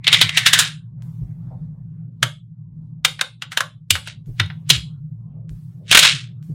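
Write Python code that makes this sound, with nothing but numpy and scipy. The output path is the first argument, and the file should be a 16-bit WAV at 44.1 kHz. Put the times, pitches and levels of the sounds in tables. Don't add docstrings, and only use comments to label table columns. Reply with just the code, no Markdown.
import sys
import numpy as np
from scipy import signal
from scipy.fft import rfft, irfft
from scipy.io import wavfile
from scipy.ndimage import uniform_filter1d

SR = 44100
rng = np.random.default_rng(int(sys.argv[2]) if len(sys.argv) > 2 else 0)


def store_pcm(level_fs):
    pcm = np.round(np.clip(level_fs, -1, 1) * 32767).astype(np.int16)
    wavfile.write(sys.argv[1], SR, np.atleast_2d(pcm).T)


N = 288414
TIME = np.arange(N) / SR

# t/s, level/dB, cascade decay/s, body below 2 kHz/dB, tick above 5 kHz/dB, ring f/Hz
SNAPS = [(0.044, -27, 0.0099, -2, -7, 2320), (0.069, -8.5, 0.0053, 2, -13, 3390),
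         (0.078, -6, 0.0094, 2, -11, 4085), (0.129, -4.5, 0.014, 1.5, -1.5, 3236),
         (0.144, -6, .0075, -1, -9, 3314), (0.214, -3, .012, 0.5, -1.5, 3490),
         (0.293, -14.5, .006, 2.5, -5, 1834), (0.373, -6, 0.012, 0.5, 2, 1943),
         (0.463, -4.5, 0.014, 0.5, 2, 1967), (0.533, -1.5, 0.01, 4, 7.5, 3199),
         (0.590, -6.5, 0.016, 7.5, 13, 3734), (2.229, -6, 0.0059, 13, 6, 3160),
         (3.0493, -3, 0.0052, 6.5, 6, 3195), (3.193, -26.5, 0.0084, 9, -9, 1790),
         (3.212, -10, 0.0053, 14.5, 4.5, 2880), (3.4222, -23.5, 0.0095, 10.5, -1, 2800),
         (3.5195, -29.5, 0.018, 11, 6.5, 1683), (3.5737, -10, 0.0072, 14, 6.5, 2900),
         (3.606, -12, 0.0067, 17, 8, 1480), (3.906, 0, 0.0049, -4.5, 8.5, 2900),
         (3.954, -20, 0.013, 16.5, 4, 2845), (4.0737, -26.5, 0.0041, 13.5, 6, 3040),
         (4.399, -9.5, 0.0071, 4, -9.5, 1700), (4.461, -38.5, .003, 0, 6, 3500),
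         (4.502, -31.5, 0.0081, 13.5, -21.5, 1636), (4.694, -20, .0075, 4, 15, 3050),
         (4.7021, 2, 0.0068, -7, 2, 3980), (5.914, -2, 0.0074, -0.5, 6, 3020),
         (5.927, -9, 0.012, 12, 5, 2085), (5.9492, 4, 0.0083, 8.5, 3.5, 2960),
         (5.973, 3.5, 0.0062, 6.5, 7.5, 2700), (5.991, 0.5, 0.009, -3.5, 8.5, 3320),
         (6.029, -11.5, .014, 9, 6.5, 4220), (6.0498, -11, .014, 16.5, 7, 3620)]


def undb(db):
    return 10 ** (np.asarray(db) / 20)


def unit(x):
    return x / np.sqrt(np.sum(x ** 2))


def add(track, s, sound):
    start = int(s * SR)
    part = sound[:len(track) - start]
    track[start:start + len(part)] += part


def spectrum_db(points, hz):
    f, db = np.transpose(points)
    return np.interp(np.log(hz + 1), np.log(f), db)


def walk(per_s):
    hold = int(SR / per_s)
    steps = np.repeat(rng.standard_normal(N // hold + 1), hold)
    return 1.3 * uniform_filter1d(uniform_filter1d(steps, hold), hold)[:N]


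def mode(x, hz, width_hz):
    return signal.lfilter(*signal.iirpeak(hz, hz / width_hz, fs=SR), x)


def resonator(x, hz, width_hz):
    turn = np.exp(2j * np.pi * np.cumsum(hz * np.ones(len(x))) / SR)
    lowpass = signal.butter(2, width_hz / 2, fs=SR, output="sos")
    return 2 * np.real(turn * signal.sosfilt(lowpass, x / turn))


def impacts(per_s, spread_db, count):
    hit = rng.random(count) < per_s / SR
    strength = undb(spread_db * np.minimum(rng.exponential(size=count), 3))
    return unit(hit * strength * rng.choice([-1, 1], count)) * np.sqrt(count)


def collision(body_db, tick_db, body_hz=2000, tick_hz=5200, size=1024):
    # f/Hz, level/dB
    click_eq = [(100, -31), (280, -33.5), (500, -23), (900, -13), (1600, -1.5), (2400, 2.5), (3200, 5),
                (4100, 0.5), (5200, -4), (8000, -8), (11000, -15), (16000, -26.5)]
    hz = np.arange(size // 2 + 1) * SR / size
    body = 1 / (1 + (hz / body_hz) ** 8)
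    tick = 1 - 1 / (1 + (hz / tick_hz) ** 8)
    magnitude = undb(spectrum_db(click_eq, hz) + body_db * body + tick_db * tick)
    cepstrum = irfft(np.log(magnitude))
    cepstrum[1:size // 2] *= 2
    cepstrum[size // 2 + 1:] = 0
    return unit(irfft(np.exp(rfft(cepstrum))))


def bout(s, hold_s, settle_s, rise_db_per_s=702, settle_power=1.17):
    rise_db = rise_db_per_s * np.minimum(TIME - s, 0)
    settled = np.maximum(TIME - s - hold_s, 0) / settle_s
    return undb(rise_db) * np.exp(-np.log(1000) * settled ** settle_power)


def effort():
    # t/s, hold/s, level/dB, settling/s
    rattles = [(0.119, 0.058, -20.5, .34), (0.351, 0.13, -29, 0.28), (0.558, 0.079, -20, 0.22),
               (4.079, 0, -29.5, 0.14), (4.405, 0, -33.5, 0.068), (4.725, 0.021, -20, .13),
               (5.926, 0.0033, -9.5, .15), (6.03, 0.021, -6, 0.28)]
    return sum(undb(db) * bout(s, hold_s, settle_s) for s, hold_s, db, settle_s in rattles)


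def hum(drone_db=3, air_db=-5.5, air_follow=.85, flicker_db=2, patchy_db=3, bands=14):
    # f/Hz, width/Hz, level/dB
    drone_modes = [(51.7, 3.2, -18.5), (116, 13, 1), (154.7, 13, 1), (165, 18, -8)]
    # f/Hz, level/dB
    air_eq = [(20, -24.5), (40, -20.5), (75, -19.5), (100, -5), (135, 6.5), (175, -4.5), (205, -8.5),
              (270, -19), (450, -32), (1100, -35.5), (2000, -46), (3500, -50), (6000, -55.5),
              (15000, -61.5)]
    # t/s, level/dB
    ride = [(0.0, -36.5), (0.16, -37.5), (0.29, -35), (0.84, -39), (1.4, -33.5), (1.49, -31), (2.46, -43),
            (2.95, -38), (3.22, -47), (3.86, -45.5), (3.97, -43.5), (4.24, -43), (4.46, -33.5), (4.63, -33),
            (5.08, -38), (6.54, -36.5)]
    hz = np.arange(N // 2 + 1) * SR / N
    peaks = sum(undb(db) / np.sqrt(width * (1 + (2 * (hz - centre) / width) ** 4))
                for centre, width, db in drone_modes)
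    drone = irfft(rfft(rng.standard_normal(N)) * peaks, N)
    noise = rfft(rng.standard_normal(N)) * undb(spectrum_db(air_eq, hz))
    centres = np.geomspace(40, 4000, bands)
    air = sum(irfft(noise * np.interp(hz, centres, band), N) * undb(patchy_db * walk(per_s=14))
              for band in np.eye(bands))
    ride_db = np.interp(TIME, *np.transpose(ride))
    air_ride_db = air_follow * ride_db + (1 - air_follow) * np.mean(ride_db)
    air_gain = undb(air_db + air_ride_db + flicker_db * walk(per_s=12))
    return undb(drone_db + ride_db) * drone / np.std(drone) + air_gain * air / np.std(air)


def room(x, wet_db=-14, build_s=.006):
    # f/Hz, t60/s, level/dB
    reflections = [(303.8, 0.24, 5), (970, 0.19, 6), (1684.5, 0.19, -2), (3600, 0.27, -2),
                   (5615, 0.23, -5.5), (9200, 0.32, -8), (12000, 0.24, -6.5), (16000, 0.24, -6.5)]
    t = TIME[:SR // 2]
    noise = rfft(rng.standard_normal(len(t)))
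    hz = np.arange(len(noise)) * SR / len(t)
    centres, t60s, dbs = np.transpose(reflections)
    bands = [irfft(noise * np.interp(hz, centres, weight), len(t)) for weight in np.diag(undb(dbs))]
    tail = sum(band * np.exp(-np.log(1000) * t / t60) for band, t60 in zip(bands, t60s))
    response = unit(tail * (1 - np.exp(-t / build_s)))
    return undb(wet_db) * signal.oaconvolve(x, response)[:N]


def ticks(gain_db=4, hiss_db=-59, hiss_s=0.47):
    # t/s, relative level/dB
    cues = [(1.0226, -31), (4.26, -41), (5.494, -29.5), (6.4276, -35)]
    out, t = np.zeros(N), TIME[:SR]
    for s, db in cues:
        add(out, s, undb(db + gain_db) * collision(body_db=10, tick_db=8))
        add(out, s, undb(hiss_db) * rng.standard_normal(len(t)) * np.exp(-t / hiss_s))
    return out


def low_booms(swell_s=.018, sag=0.4, gain_db=1, scuff_db=-20):
    # t/s, relative level/dB, mid-glide f/Hz
    cues = [(0.111, -24.5, 126), (0.227, -23, 109.7), (1.211, -29, 55.9), (2.218, -20.5, 127.3),
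            (3.91, -22.5, 92), (4.269, -27, 130), (4.279, -33.5, 34), (4.394, -16.5, 104.8),
            (4.708, -18.5, 132.2), (4.759, -27.5, 71), (5.5, -31.5, 51.9), (6.131, -25.5, 138.4),
            (6.489, -25, 147.2)]
    out, t = np.zeros(N), TIME[:SR // 4]
    for s, db, hz in cues:
        swell = t / swell_s * np.exp(1 - t / swell_s)
        pitch = hz * (1 + sag * (np.exp(-t / swell_s / 2) - .5))
        boom = np.sin(2 * np.pi * np.cumsum(pitch) / SR)
        scuff = resonator(rng.standard_normal(len(t)), hz=240, width_hz=240)
        scuff = undb(scuff_db) * swell * scuff / np.std(scuff)
        add(out, s, undb(db + gain_db) * swell * (boom + scuff))
    return out


def bumps(knock_db=-31.5, body_follow=0.8183, knock_hz=664, knock_peak_s=0.0023, width_share=0.51):
    # t/s, level/dB, f/Hz, attack/s
    rubs = [(1.5, -48, 721, 0.015), (5.33, -59.5, 490, .04), (5.79, -57.5, 480, .03)]
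    knocks = [(s, db + knock_db + body_follow * body_db, knock_hz, knock_peak_s)
              for s, db, _, body_db, _, _ in SNAPS]
    out, t = np.zeros(N), TIME[:SR // 3]
    for s, db, hz, peak_s in knocks + rubs:
        contact = rng.standard_normal(len(t)) * t / peak_s * np.exp(1 - t / peak_s)
        bump = unit(resonator(contact, hz, width_share * hz))
        add(out, s, undb(db) * np.sqrt(2 * peak_s * SR) * bump)
    return out


def card(pull_s=0.0606, hold_s=0.54, start_hz=2170, end_hz=1590, slide_db=-34, chatter_db=-6):
    drawn = np.clip((TIME - pull_s) / hold_s, 0, 1)
    hz = start_hz + (end_hz - start_hz) * drawn ** 3
    ring = resonator(impacts(per_s=1100, spread_db=1.5, count=N), hz, width_hz=400)
    drive = undb(slide_db) + undb(chatter_db) * effort()
    return drive * bout(pull_s, hold_s, settle_s=0.34) * ring / np.std(ring)


def chatter(gain_db=-2, low_hz=1200, top_hz=9800, catch_db=0.5):
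    drive = effort() * undb(catch_db * walk(per_s=160))
    knocks = drive * impacts(per_s=1800, spread_db=3, count=N)
    knocks = signal.sosfilt(signal.butter(4, low_hz, "high", fs=SR, output="sos"), knocks)
    knocks = signal.sosfilt(signal.butter(6, top_hz, fs=SR, output="sos"), knocks)
    return undb(gain_db) * signal.oaconvolve(knocks, collision(body_db=1, tick_db=-1))[:N]


def block(x, ring=0.4):
    # f/Hz, width/Hz, relative level/dB
    block_modes = [(1534, 28, 1.5), (1800, 13, -19), (2240, 9.2, 1.5), (2690, 130, -4.5), (3484, 12, -1.5),
                   (3775, 330, 1), (4090, 62, -7.5), (5150, 220, -6.5)]
    ringing = sum(undb(db) * mode(x, hz, width) for hz, width, db in block_modes)
    return (x + ring * ringing) / np.sqrt(1 + ring)


def snaps(creep=0.48, creep_share=0.26, first_blow=0.41, crack=.6, crack_s=0.0014, ring=.8):
    lead, count = 512, 2900
    out, t = np.zeros(N), (np.arange(count) - lead) / SR
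    for s, db, cascade_s, body_db, tick_db, hz in SNAPS:
        before = creep * np.exp(-abs(t) / (creep_share * cascade_s))
        after = np.exp(-abs(t) / cascade_s) + crack * np.exp(-abs(t) / crack_s)
        envelope = np.where(t < 0, before, after)
        cascade = unit(impacts(per_s=4000, spread_db=1, count=count) * envelope)
        cascade[lead] += first_blow
        snap = signal.fftconvolve(cascade, collision(body_db, tick_db))
        snap = unit(snap + ring * mode(snap, hz, width_hz=750))
        add(out, s + t[0], undb(db) * np.sqrt(cascade_s * SR) * snap)
    return out


def suppress(x, threshold_db=-58, depth_db=-14, size=1024):
    spectrum = signal.stft(x, nperseg=size)[2]
    power = uniform_filter1d(abs(spectrum) ** 2 * size, size=3, axis=-1)
    gain = np.maximum(power / (power + undb(threshold_db) ** 2), undb(depth_db))
    return signal.istft(spectrum * gain, nperseg=size)[1][..., :N]


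def scene():
    handling = block(snaps() + chatter()) + card() + bumps()
    return (handling + room(handling) + ticks() + low_booms() + hum())[None]


def record(dry):
    clipped = np.clip(suppress(dry), -.95, .95)
    high_cut = signal.ellip(10, .2, 70, 16100, fs=SR, output="sos")
    return signal.sosfilt(high_cut, clipped)


dry = scene()
out = record(dry)
store_pcm(out)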